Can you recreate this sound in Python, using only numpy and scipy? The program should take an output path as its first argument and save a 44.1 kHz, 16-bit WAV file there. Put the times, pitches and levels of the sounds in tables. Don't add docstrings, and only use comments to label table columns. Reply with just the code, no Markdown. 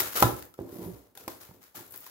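import sys
import numpy as np
from scipy import signal
from scipy.fft import rfft, irfft
from scipy.io import wavfile

SR = 44100
rng = np.random.default_rng(int(sys.argv[2]) if len(sys.argv) > 2 else 0)


def undo_db(level):
    steps = np.asarray(level, float) / 20
    return 10 ** steps


def unload_wav(signal):
    wavfile.write(
        sys.argv[1],
        SR,
        np.round(np.clip(np.atleast_2d(signal).T, -1, 1) * 32767).astype(np.int16),
    )


N = 92874


def read(points, hz):
    f, value = np.transpose(points)
    return np.interp(np.log(hz + 1), np.log(f + 1), value)


def evened(x):
    return x / np.sqrt(np.mean(x ** 2) + 1e-20)


def tint(x, points, lag_s=0):
    hz = np.abs(np.fft.fftfreq(4096, 1 / SR))
    log_gain = np.log(undo_db(read(points, hz)))
    phase = -signal.hilbert(log_gain).imag
    taps = np.fft.ifft(np.exp(log_gain + 1j * phase)).real[:2048]
    delay = np.exp(-2j * np.pi * hz[:2049] * lag_s)
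    taps = irfft(rfft(taps, 4096) * delay)
    return signal.oaconvolve(x, taps)[:N]


def add(mix, s, sound):
    part = mix[round(s * SR):][:len(sound)]
    part += sound[:len(part)]


def grains(per_s, spread_db):
    size = undo_db(spread_db * np.minimum(rng.exponential(1, N), 5))
    sign = rng.choice([-1., 1.], N)
    return evened(size * sign * (rng.random(N) < per_s / SR))


def bursts(rows):
    out, t = np.zeros(N), np.arange(800) / SR
    for s, db, length_s in rows:
        shape = np.exp(-t / length_s) * np.minimum(t / 0.00031, 1)
        add(out, s, undo_db(db) * rng.standard_normal(800) * shape)
    return out


def ring(modes, detune, centre_hz, octaves, signs, damped_s=9, size=SR // 4):
    t = np.arange(size) / SR
    hz, db, t60 = np.repeat(modes, 3, axis=0).T[:, :, None]
    sign = rng.choice(signs, hz.shape)
    off = rng.uniform(-1.05, 1, hz.shape)
    favour = np.exp(-.5 * (np.log2(hz / centre_hz) / octaves) ** 2)
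    fading = undo_db(db - 60 * t / t60 - 60 * t / damped_s)
    tones = np.sin(2 * np.pi * hz * (1 + detune * off) * t)
    out = (sign * favour * fading * tones).sum(0)
    return out / np.linalg.norm(out)


SAG_DB, LIFT_S = -11, 0.041


def pressure(column, rows):
    t, power = np.arange(N) / SR, 0
    for row in rows:
        start_s, rise_s, hold_s = row[:3]
        u = t - start_s
        rise = np.clip(u / rise_s, 0, 1)
        held = np.clip((u - rise_s) / hold_s, 0, 1)
        after = np.maximum(u - rise_s - hold_s, 0)
        power = power + (rise * undo_db(row[column] + SAG_DB * held) * np.exp(-after / LIFT_S)) ** 2
    return np.sqrt(power)


# (f/Hz, level/dB)
HUSH_COLOUR = [(40, -12), (110, -8), (450, -6), (1200, -18), (2500, -28), (8000, -30), (15800, -24)]
HUSH_DB = -71


def hush():
    a, b = (tint(rng.standard_normal(N), HUSH_COLOUR) for _ in "LR")
    return undo_db(HUSH_DB) * evened(np.array([a, .6 * a + .8 * b]))


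# (f/Hz, time to fall 60 dB/s)
ROOM_DECAY = [(100, 0.23), (400, 0.41), (1500, 0.33), (5000, 0.25), (14000, 0.36)]


def room(x):
    taps = np.zeros((2, SR))
    at = np.arange(300, SR - 20, 20) + rng.integers(0, 20, (2, (SR - 301) // 20))
    np.put_along_axis(taps, at, rng.choice([-1., 1.], at.shape), 1)
    hz, t, z = signal.stft(taps, SR, nperseg=256)
    fading = undo_db(-60 * t / read(ROOM_DECAY, hz)[:, None])
    tail = signal.istft(z * fading, SR, nperseg=256)[1]
    return signal.fftconvolve(x[None], tail / np.linalg.norm(tail[0]), axes=1)[:, :N]


# (t/s, rise/s, hold/s, level/dB)
SLIDES = [
    (.68, 0.074, 0.11, -56.5),
    (.79, 0.067, 0.079, -55),
    (1.17, 0.0066, .06, -57.5),
    (1.89, .03, 0.14, -53),
]
# (f/Hz, level/dB)
PALM_COLOUR = [(3000, -30), (8000, -22), (10500, -1.5), (13000, 1.5), (15800, -9)]


def palm():
    return evened(tint(rng.standard_normal(N), PALM_COLOUR)) * pressure(column=3, rows=SLIDES)


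# (f/Hz, level/dB, time to fall 60 dB/s)
PANEL_MODES = [(51, -28, 0.5), (70.2, -1, 0.6), (91, -11.5, 0.38), (120, 2.5, 0.15), (171.6, -13, 0.3),
               (217, -14, 0.14), (270.8, -3.5, 0.35), (334.5, -2, 0.19), (383.6, -2, 0.21), (463, -6, 0.17),
               (526, -5, 0.23), (639.7, -6, 0.24), (800, 0.5, 0.065), (996, 4.5, 0.039)]
BUMPS_PER_S, DRAG_HZ, DRAG_OCTAVES = 900, 300, 1.42


def drag():
    push = pressure(column=4, rows=STROKES)
    out = np.zeros(N)
    for _ in range(6):
        bumps = grains(BUMPS_PER_S / 6, spread_db=1.0) * push
        spot = ring(PANEL_MODES, 0.1257, DRAG_HZ, DRAG_OCTAVES, signs=(-1, 1))
        out += 0.19 * signal.oaconvolve(bumps, spot)[:N]
    return out


# (t/s, level/dB, favoured f/Hz, spread/octaves, hand damping t60/s)
KNOCKS = [(.001, -39, 438, 0.78, 0.84), (.153, -44, 440, 0.19, 0.14), (.209, -41.5, 518, 0.2, .1),
          (0.2231, -19.5, 300, 0.48, 0.12), (.2245, -22.5, 385, 0.11, 1), (.226, -29.5, 538, 0.18, 0.74),
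          (0.2255, -19, 1026, 0.36, 0.12), (.229, -25, 576, 0.5, 0.12), (0.239, -21, 125, 0.32, 0.8),
          (.256, -26.5, 330, 0.59, 0.16), (.29, -33.5, 332, 0.56, 0.068), (0.331, -38, 150, 0.65, 0.28),
          (.42, -53, 125, 0.42, 0.46), (.59, -36.5, 492, 0.4, 0.11), (0.595, -43, 110, 0.54, 0.48),
          (.61, -35, 257, 0.66, 0.63), (0.674, -46, 282, 0.26, 0.15), (0.726, -43, 266, 0.42, 0.26),
          (.761, -44, 325, 0.25, 0.32), (.786, -43, 177, 0.23, 0.16), (0.793, -41.5, 326, 0.13, 0.14),
          (.815, -41.5, 393, 0.17, .1), (.845, -50, 300, 0.61, .1), (0.862, -38, 175, 0.25, 0.23),
          (.875, -40.5, 381, 0.12, 0.19), (0.885, -44, 176, 0.1, 0.13), (0.927, -46, 170, 0.26, 0.16),
          (1.173, -52.5, 800, 0.39, 0.29), (1.2781, -37, 640, 1.34, 0.41), (1.49, -52, 124.4, 0.24, .1),
          (1.493, -59, 480, 0.32, .05), (1.513, -53, 168, .3, 0.058), (1.545, -61.5, 491, 0.31, 0.058),
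          (1.778, -55.5, 251, 0.42, .1), (1.807, -51, 280, 0.24, 0.19), (1.945, -58.5, 408, 0.4, .1)]


def knocks():
    out = np.zeros(N)
    for s, db, hz, octaves, damped_s in KNOCKS:
        boom = ring(PANEL_MODES, 0.027, hz, octaves, signs=(-1, -1, -1, 1), damped_s=damped_s)
        add(out, s, 25 * undo_db(db) * boom)
    return out


# (f/Hz, level/dB, time to fall 60 dB/s)
SKIN_MODES = [(603, -10, .02), (834, -3, .025), (932, -1, 0.032), (1030, 0, 0.038), (1310, 4, 0.057),
              (1580, -12, .02), (1800, -7, 0.015), (2054, -8, 0.014), (2780, -8.5, .014), (3460, 2, 0.0089)]


def skin():
    out = np.zeros(N)
    for s, db, length_s, ring_db, hz in TICKS:
        kick = bursts([(.00032, 0, length_s)])[:800]
        patch = ring(SKIN_MODES, 0.034, hz, 0.072, signs=(1, 1), size=3000)
        rung = signal.oaconvolve(kick, patch)
        add(out, s, undo_db(db + ring_db) * rung / np.abs(rung).max())
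    return out


# (t/s, peak level/dB, burst length/s, skin ring level/dB, ring f/Hz)
TICKS = [(.0005, -28.5, 0.0088, -14, 1480), (0.1677, -33, 0.0047, 5.5, 1350),
         (0.1757, -33.5, .003, 9, 1270), (0.187, -31, .002, 1, 1300), (0.203, -41, .003, 6, 1490),
         (0.2245, -13.5, 0.001, 1.5, 1300), (0.2263, -20, 0.0034, 8.5, 1030), (.232, -26, 0.0027, 7, 1030),
         (.238, -38.5, .003, 4, 800), (.26, -42, .003, 14.5, 1030), (.424, -41, 0.003, -16, 1600),
         (0.54, -51.5, 0.0028, -1, 1400), (1.153, -52.5, 0.0014, -12.5, 2890),
         (1.174, -39, .0025, -7, 3450), (1.238, -53, 0.0029, -1.5, 1440), (1.2788, -35, 0.0044, 5.5, 1030),
         (1.486, -65, 0.0032, 13, 820), (1.5098, -53.5, .001, 8.5, 960), (1.746, -64, 0.0043, 17, 800),
         (1.767, -63.5, .004, 18, 1800), (1.773, -67, 0.0033, 15, 815), (1.789, -61.5, 0.0073, 17.5, 800),
         (1.803, -70, 0.0048, 18, 800), (1.82, -68, 0.0037, 6, 800), (1.9392, -46, 0.0065, -2, 990),
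         (1.954, -71, .004, 10, 900), (1.994, -66, 0.0055, 2.5, 850), (2.064, -43.5, 0.0036, 0.5, 950),
         (2.07, -66, 0.0034, 4, 1620)]
# (f/Hz, level/dB)
CRACK_COLOUR = [(880, -20), (1500, 9.5), (3200, 5), (5500, 4.5), (8700, 0.5), (12500, 5), (15800, 3.5)]
# (t/s, peak level/dB)
SPARKS = [(.204, -16), (.2153, -25.5), (.2295, -24), (.2315, -20), (.2348, -30.5), (1.425, -61.5),
          (1.441, -55.5), (.394, -36.5), (.399, -41.5), (.452, -40), (1.1955, -47), (1.301, -42),
          (1.773, -47), (1.852, -53), (1.8775, -42.5), (1.908, -37.5), (1.922, -35), (1.9597, -33),
          (1.9752, -33), (2.0045, -39), (2.01, -41.5), (2.073, -39)]
# (f/Hz, level/dB)
SPARK_COLOUR = [(3000, -47.5), (7000, -7.5), (10000, -8.5), (13000, 2)]
SPARK_S = 0.0022


def cracks():
    glue = bursts([tick[:3] for tick in TICKS])
    fibres = bursts([(s, db, SPARK_S) for s, db in SPARKS])
    return tint(glue, CRACK_COLOUR) + tint(fibres, SPARK_COLOUR)


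CHATTER_HZ, CHATTER_DB = 140, 3


def chatter():
    band = signal.butter(2, [12, CHATTER_HZ], "band", fs=SR, output="sos")
    rough = signal.sosfilt(band, grains(300, spread_db=3.5))
    return undo_db(CHATTER_DB * np.clip(evened(rough), -2.5, 1.8))


# (t/s, rise/s, hold/s, grit level/dB, panel drag level/dB)
STROKES = [(-.02, 0.017, 0.029, -23, -30), (0.055, 0.021, 0.022, -35.5, -58),
           (0.101, 0.032, 0.055, -41, -70), (.136, 0.029, .12, -29, -38), (0.243, 0.0041, 0.11, -51, -29),
           (0.359, 0.0065, 0.061, -46, -42.5), (0.57, 0.015, 0.19, -60.5, -41.5),
           (0.633, 0.12, 0.21, -55, -42), (0.765, 0.074, 0.07, -52.5, -36), (0.909, 0.024, 0.14, -59, -50),
           (1.15, 0.0022, 0.0097, -50, -47.5), (1.192, 0.0082, 0.086, -53.5, -49.5),
           (1.292, 0.0074, 0.082, -48.5, -47.5), (1.397, 0.011, 0.088, -49.5, -52),
           (1.519, 0.021, 0.057, -62, -50.5), (1.604, 0.027, 0.06, -54, -93.5),
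           (1.743, 0.015, 0.076, -43.5, -46.5), (1.846, 0.013, 0.1, -59.5, -54.5),
           (1.904, 0.039, 0.075, -51, -54.5), (2.01, 0.0054, 0.9, -53, -85)]
# (f/Hz, level/dB)
GRIT_COLOUR = [(250, -11.5), (1300, -4), (2600, -10), (7300, -10), (8400, -15), (9800, -11.5), (12500, -7),
               (15800, -8.5)]
GRAINS_PER_S, GRAIN_SPREAD_DB, SMOOTH = 5000, -0.5, 0.46


def blade(bite):
    hiss = rng.standard_normal(N)
    grit = (1 - SMOOTH) * grains(GRAINS_PER_S, GRAIN_SPREAD_DB) + SMOOTH * hiss
    return evened(tint(grit, GRIT_COLOUR)) * bite


# (f/Hz, level/dB)
LEAN = [(60, -5), (200, -3), (700, -3), (2000, -0.5), (6000, 1), (14000, 12.5)]
LEFT_LAG_S = .00025
WET_DB, PANEL_WET_DB = -4, -8


def scene():
    bite = pressure(column=3, rows=STROKES) * chatter()
    bright = blade(bite) + cracks()
    low = drag() + knocks() + skin()
    left, right = (blade(bite) + cracks() + palm() + low for _ in "LR")
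    left = tint(left, [(f, db / 2) for f, db in LEAN], LEFT_LAG_S)
    right = tint(right, [(f, -db / 2) for f, db in LEAN])
    echo = room(undo_db(WET_DB) * bright + undo_db(PANEL_WET_DB) * low)
    return np.array([left, right]) + echo + hush()


def low_pass(x):
    return signal.sosfilt(signal.butter(12, 16500, fs=SR, output="sos"), x)


BASS_CUT_HZ, EDGE_HZ, PAST_EDGE_DB = 62, 15820, -52


def record(dry):
    x = signal.sosfilt(signal.butter(3, BASS_CUT_HZ, "high", fs=SR, output="sos"), dry)
    lowpass = signal.firwin(511, EDGE_HZ, window=("kaiser", 9), fs=SR)
    edge = signal.oaconvolve(x, lowpass[None], "same")
    return low_pass(edge + undo_db(PAST_EDGE_DB) * (x - edge))


dry = scene()
out = record(dry)
unload_wav(out)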